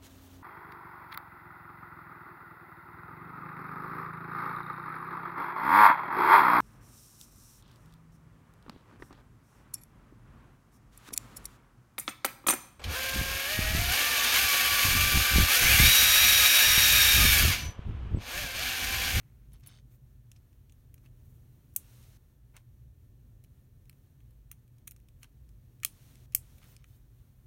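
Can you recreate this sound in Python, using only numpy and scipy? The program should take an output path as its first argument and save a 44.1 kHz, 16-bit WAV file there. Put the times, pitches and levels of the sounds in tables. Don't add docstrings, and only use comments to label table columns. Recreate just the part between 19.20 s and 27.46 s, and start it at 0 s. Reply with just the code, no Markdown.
import sys
import numpy as np
from scipy import signal
from scipy.fft import rfft, irfft, next_fast_len
from scipy.io import wavfile
from scipy.ndimage import uniform_filter1d, map_coordinates

SR = 44100
rng = np.random.default_rng(int(sys.argv[2]) if len(sys.argv) > 2 else 0)


def int16_out(signal):
    q = np.round(np.clip(np.atleast_2d(signal).T, -1, 1) * 32767)
    wavfile.write(sys.argv[1], SR, q.astype(np.int16))


def voltage_ratio(level):
    return 10 ** (np.asarray(level, float) / 20)


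N = 364266

# (frequency [Hz], relative density [dB per Hz])
RUMBLE_SPECTRUM = [(20, -33), (33, -6.5), (48, -4), (65, -7), (80, -3), (100, -5.5), (135, -4),
                   (161, -17.5), (188, -17), (247, -19.5), (350, -26.5), (600, -34.5), (900, -46.5),
                   (1500, -77.5)]
# (frequency [Hz], relative density [dB per Hz])
HISS_SPECTRUM = [(350, -32), (700, -7), (1100, -7), (2000, -10.5), (4200, -12.5), (4950, -17.5),
                 (5700, -12.5), (6800, -13), (7600, -16), (9300, -11.5), (10350, -16), (11200, -11),
                 (14800, -8.5), (15800, -10)]
# (frequency [Hz], level before a shared lift [dB], unsteadiness [0-1])
HUM_TONES = [(51.6, -61.5, 1), (119.8, -63, 0.4), (359, -94, 0.1), (1570, -102, 0.1), (1690, -99, 0),
             (1800, -94, 0.1)]
# (frequency [Hz], amount [dB])
SUPPRESSED = [(300, 1), (700, 6), (1500, 8.5), (5000, 12.5), (10000, 10), (15000, 6)]
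# (frequency [Hz], time to fall 60 dB [s])
ROOM_DECAY = [(1000, .09), (3000, 0.12), (6000, .13), (10000, .16), (16000, 0.084)]
# (frequency [Hz], width [Hz], relative level [dB])
DRAG_RESONANCES = [
    [(607, 700, -3), (1115, 250, 2.5), (1420, 350, 0.5), (2210, 410, 1), (2660, 330, -3)],
    [(3020, 150, -2.5), (3570, 110, -1.5), (3800, 170, -4), (4510, 140, -3), (5230, 150, -4.5),
     (6320, 310, -7), (8730, 870, -13)],
]
# (start [s], length [s], scuff level [dB], fade over the stroke [dB],
# grit relative to scuff [dB])
DRAG_STROKES = [(.004, 0.015, -72, 2, -20), (.03, 0.26, -80, 5, -22), (0.34, .03, -70, 8.5, 1.5),
                (0.439, .018, -68, 11, -2.5), (.462, 0.04, -69.5, 0, 2), (0.517, 0.076, -70, 3.5, 5),
                (.715, .04, -80.5, 4, -1.5), (1.16, .012, -81, 4, 1), (1.841, 0.022, -77, -3, -5),
                (3.345, 0.019, -68.5, -2.5, -15), (3.371, 0.034, -66.5, 15, -2.5),
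                (6.023, .008, -74.5, -0.5, -2), (6.045, .015, -68, 9, -9), (7.418, 0.12, -68.5, 8, -2.5),
                (7.588, 0.041, -79, 1, -0.5), (7.686, .08, -87.5, 2.5, 7)]
# (frequency [Hz], relative density [dB per Hz])
SKIN_SPECTRUM = [(3820, -55), (6500, -10), (11200, -8.5), (12100, -11.5), (14000, 1.5), (16000, -8)]
# (start [s], length [s], level [dB])
SKIN_STROKES = [(0.34, .04, -88), (.72, 0.037, -72.5), (1.827, .04, -77), (2.053, .12, -75.5),
                (3.349, 0.041, -79), (6.018, .012, -72), (7.364, .025, -71), (7.466, 0.066, -70),
                (7.675, .1, -74.5)]
# (time [s], level [dB])
PIN_LANDINGS = [(0.332, -67.5), (0.472, -55)]
# (frequency [Hz], level relative to the landing [dB], time to fall 60 dB [s])
PIN_NOTES = [(10080, 9.2, 0.056), (12540, 4, .035)]
# (time [s], energy over 1 ms in each range before the other terms [dB],
# brightness [dB per octave], hollowness [dB per octave squared], contact length [ms])
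CONTACTS = [(0.3196, -66, -6, -5.5, 3.1), (0.333, -69, 9.5, 2, 3.9), (0.398, -76, 4.3, 4, 3.9),
            (0.4072, -71, -0.2, 0.6, 4.4), (0.4321, -69, -5, -7, 2.8), (0.4364, -60.5, -9.5, -8.5, 4.5),
            (0.4623, -58, 3, 2, 5.1), (0.4725, -56, 8, 2, 3.7), (1.116, -51.5, -2, -3.5, 2.6),
            (1.1622, -60.5, -6.5, -5.5, 5.5), (1.3285, -72.5, -3.5, -1.5, 2.1),
            (1.4953, -63, -6.5, -4, 5.0), (1.5223, -60, 0.0, -3.5, 2.2), (1.7419, -58.5, 4.1, 2, 1.8),
            (1.779, -65.5, -6, -3.4, 2.1), (1.8593, -67.5, -5, 1, 4.7), (2.5387, -73, 10, -0.5, 2.0),
            (2.5507, -70, 8, -3, 2.3), (2.562, -29, 9, -0.7, 2.6), (2.8278, -61.5, 0.2, -4, 4.0),
            (2.8388, -66, -1, -0.5, 3.0), (3.3657, -50, -1.2, -1, 2.8), (4.2392, -63, 3.8, 0, 1.7),
            (4.245, -66, -1, 0, 2), (4.655, -70.5, 0, -0.5, 1.5), (4.6961, -55, 0.9, 1.5, 1.2),
            (4.7283, -71, 1, 3, 1.3), (5.004, -73.5, -4, 0, 2.5), (5.1075, -75, 4.3, 0.9, 4.1),
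            (5.3142, -46, 4, 1.2, 2.8), (5.3263, -69, -4.5, 0.5, 3.6), (5.4783, -72, 1.5, 0.5, 1.9),
            (5.5831, -67, -0.5, -2.5, 1.3), (5.673, -54.5, 5.5, 4.5, 1.7), (5.6763, -40.5, 2, -1, 3.3),
            (5.71, -51, 5.8, -0.6, 1.9), (5.7181, -60.5, 4.5, 4, 2), (5.7627, -60.5, -0.8, -2.5, 2.4),
            (5.8011, -73.5, 1.9, 1.5, 1.1), (5.886, -62.5, -1.2, -1.1, 1.8),
            (6.0306, -47.5, -2.5, -1.6, 3.2), (6.0422, -59, -3.7, 0.1, 3.3), (6.2905, -65.5, 0.5, -3, 1.5),
            (6.601, -68.5, 0, -0.5, 2), (6.6255, -73, -4, 2, 6.1), (6.6333, -39.5, -2.1, 1, 2.2),
            (6.648, -23.5, 3, 0, 1.5), (6.9552, -59, -1, -2, 1.0), (7.1225, -58.5, 0, -1.8, 3.2),
            (7.134, -64.5, -2, 1, 4.9), (7.1485, -22.5, 6.5, 0.55, 1.66), (7.382, -62, -0.5, 0, 4.0),
            (7.429, -64.5, -3.6, 1.5, 3.7), (7.441, -62, 0.5, 1, 3.5), (7.565, -52, -2.5, -3.5, 1.5),
            (7.6421, -60, -6, -1, 1.5)]
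# (frequency [Hz], width [Hz], relative level [dB])
PLASTIC_RESONANCES = [(1185, 150, -19), (2470, 520, -11.5), (3420, 410, -14.5), (4150, 270, -14.5),
                      (5550, 470, -9), (6700, 800, -6.5), (8060, 1200, -3), (9270, 1600, -0.5),
                      (11300, 1400, 2), (13100, 1800, 2), (15200, 1500, 1.5)]
RANGE_EDGES = [900, 3200, 7000, 11500, 16500]
RANGE_LIFT = [0.27, -1, 1.1, -0.5]

PIVOT_HZ = 6000
TOP_HZ = 15950


def unit(x):
    return x / np.sqrt(np.mean(x ** 2) + 1e-20)


def along(points, hz):
    f, value = np.transpose(points)
    return np.interp(np.log(hz + 1), np.log(f + 1), value)


def wobble(rate):
    knots = rng.standard_normal(int(N * rate / SR) + 4)
    return map_coordinates(knots, [np.arange(N) * rate / SR])


def coloured(x, spectrum):
    padded = next_fast_len(N + 8192)
    gain = voltage_ratio(along(spectrum, np.fft.rfftfreq(padded, 1 / SR)))
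    return unit(irfft(rfft(x, padded) * gain, padded)[:N])


def below(x, hz):
    return irfft(rfft(x) * (np.fft.rfftfreq(N, 1 / SR) < hz), N)


def resonances(modes, f):
    return sum((-1) ** k * voltage_ratio(db) * 1j * f * width / (centre * centre - f * f + 1j * f * width)
               for k, (centre, width, db) in enumerate(modes))


def strokes(start, length, db, fade_db, rise, fall):
    t = np.arange(N) / SR - np.c_[start]
    edges_db = rise * np.maximum(-t, 0) + fall * np.maximum(t - np.c_[length], 0)
    progress = np.clip(t / np.c_[length], 0, 1)
    return voltage_ratio(np.c_[db] - np.c_[fade_db] * progress - edges_db)


def room_tail(size):
    hz, t, z = signal.stft(rng.standard_normal(size), SR, nperseg=128)
    decay = voltage_ratio(-60 * t / along(ROOM_DECAY, hz)[:, None])
    tail = signal.istft(z * decay, SR, nperseg=128)[1][:size]
    return tail / np.linalg.norm(tail)


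def background():
    drift_db = 1.36
    rumble_db = -57.5 + drift_db * wobble(1.5)
    hiss_db = -76 + drift_db * wobble(1.5) + .9 * wobble(10)
    rumble = voltage_ratio(rumble_db) * coloured(rng.standard_normal(N), RUMBLE_SPECTRUM)
    hiss = voltage_ratio(hiss_db) * coloured(rng.standard_normal(N), HISS_SPECTRUM)
    return rumble + hiss


def hum():
    t = np.arange(N) / SR
    lift_db = 1.0
    out = np.zeros(N)
    for hz, db, loose in HUM_TONES:
        size = voltage_ratio(db + lift_db) * (1 + loose * wobble(6.2))
        out += size * np.sin(2 * np.pi * hz * t + 4.5 * loose * wobble(5.4))
    return out


def slides():
    *drag, grit_db = np.transpose(DRAG_STROKES)
    drags = strokes(*drag, rise=1160, fall=800)
    scuff, grit = drags.sum(0), voltage_ratio(grit_db) @ drags
    brush = strokes(*np.transpose(SKIN_STROKES), 0, rise=400, fall=540).sum(0)

    slip_rate = 130 * voltage_ratio(2.5 * wobble(40))
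    cycle = np.cumsum(slip_rate) / SR % 1
    slips = (.3 + np.exp(-cycle / .15)) * voltage_ratio(1.5 * wobble(90)) * rng.standard_normal(N)

    f = np.fft.rfftfreq(N, 1 / SR)
    low, high = (unit(irfft(rfft(slips) * resonances(modes, f), N)) for modes in DRAG_RESONANCES)
    swish = coloured(rng.standard_normal(N), SKIN_SPECTRUM) * voltage_ratio(1.8 * wobble(60))
    return scuff * low + grit * high + brush * swish


def pin():
    out, t = np.zeros(N), np.arange(SR // 8) / SR
    ring = sum(voltage_ratio(db - 60 * t / t60) * np.sin(2 * np.pi * hz * t) for hz, db, t60 in PIN_NOTES)
    for time, db in PIN_LANDINGS:
        out[round(time * SR):][:len(t)] += voltage_ratio(db) * ring
    return out


def clicks(size=16384):
    out, t, f = np.zeros(N + size), np.arange(size) / SR, np.fft.rfftfreq(size, 1 / SR)
    which = np.digitize(f, RANGE_EDGES)
    centres = np.convolve(RANGE_EDGES, [.5, .5], "valid")
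    octave = np.log2(centres / PIVOT_HZ)

    def share(z, range_db):
        energy = np.bincount(which, np.abs(z) ** 2)[1:5] * 2000 / size / SR
        return z * voltage_ratio(np.interp(f, centres, range_db - 10 * np.log10(energy)))

    for time, db, bright, hollow, ms in CONTACTS:
        range_db = db + bright * octave + hollow * octave ** 2 + RANGE_LIFT
        age = 1000 * t / ms
        fading = np.exp(-3 * age) + 0.67 * np.exp(-.8 * age)
        rattle = rfft(rng.standard_normal(size) * fading * (1 - np.exp(-t / 1e-4)))
        rattle = rattle / np.sqrt(uniform_filter1d(np.abs(rattle) ** 2, size=200))

        scatter = 1 + rng.standard_normal((len(PLASTIC_RESONANCES), 3)) * [.04, .15, .15]
        body = resonances(PLASTIC_RESONANCES * scatter, f)
        body *= (1j * f / (1j * f + 700)) ** 3
        body *= np.where(f < TOP_HZ, 1, voltage_ratio(-14.5))

        blow = irfft(share(share(rattle * body, range_db), range_db), size) * (t < .1)
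        wall = voltage_ratio(-23.5) * np.roll(blow, round(0.013 * SR))
        into_room = share(share(body, range_db), range_db) * (f < TOP_HZ)
        room = irfft(into_room * rfft(room_tail(size)), size)
        room = voltage_ratio(-16) * np.roll(room, round(0.0016 * SR))
        out[round(time * SR):][:size] += blow + wall + room
    return out[:N]


def scene():
    return (clicks() + pin() + below(slides(), TOP_HZ) + hum())[None]


def released(x, hold=.408, first=.7, opens_s=.25):
    n = np.arange(N)
    last_peak = np.maximum.accumulate(np.where(np.abs(x) > voltage_ratio(-23), n, -N))
    since = (n - last_peak) / SR
    return (since < hold) * (first + (1 - first) * np.clip(since / opens_s, 0, 1))


def roll_off(x):
    return signal.sosfilt(signal.butter(12, 17090, fs=SR, output="sos"), x)


def record(dry):
    hz, t, z = signal.stft(background(), SR, nperseg=256)
    gate = np.interp(t, np.arange(N) / SR, released(dry[0]))
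    given_back = voltage_ratio(along(SUPPRESSED, hz)[:, None] * gate)
    noise = signal.istft(z * given_back, SR, nperseg=256)[1][:N]
    mix = below(dry, 16700) + below(noise, TOP_HZ)
    return roll_off(mix)


dry = scene()
out = record(dry)
int16_out(out)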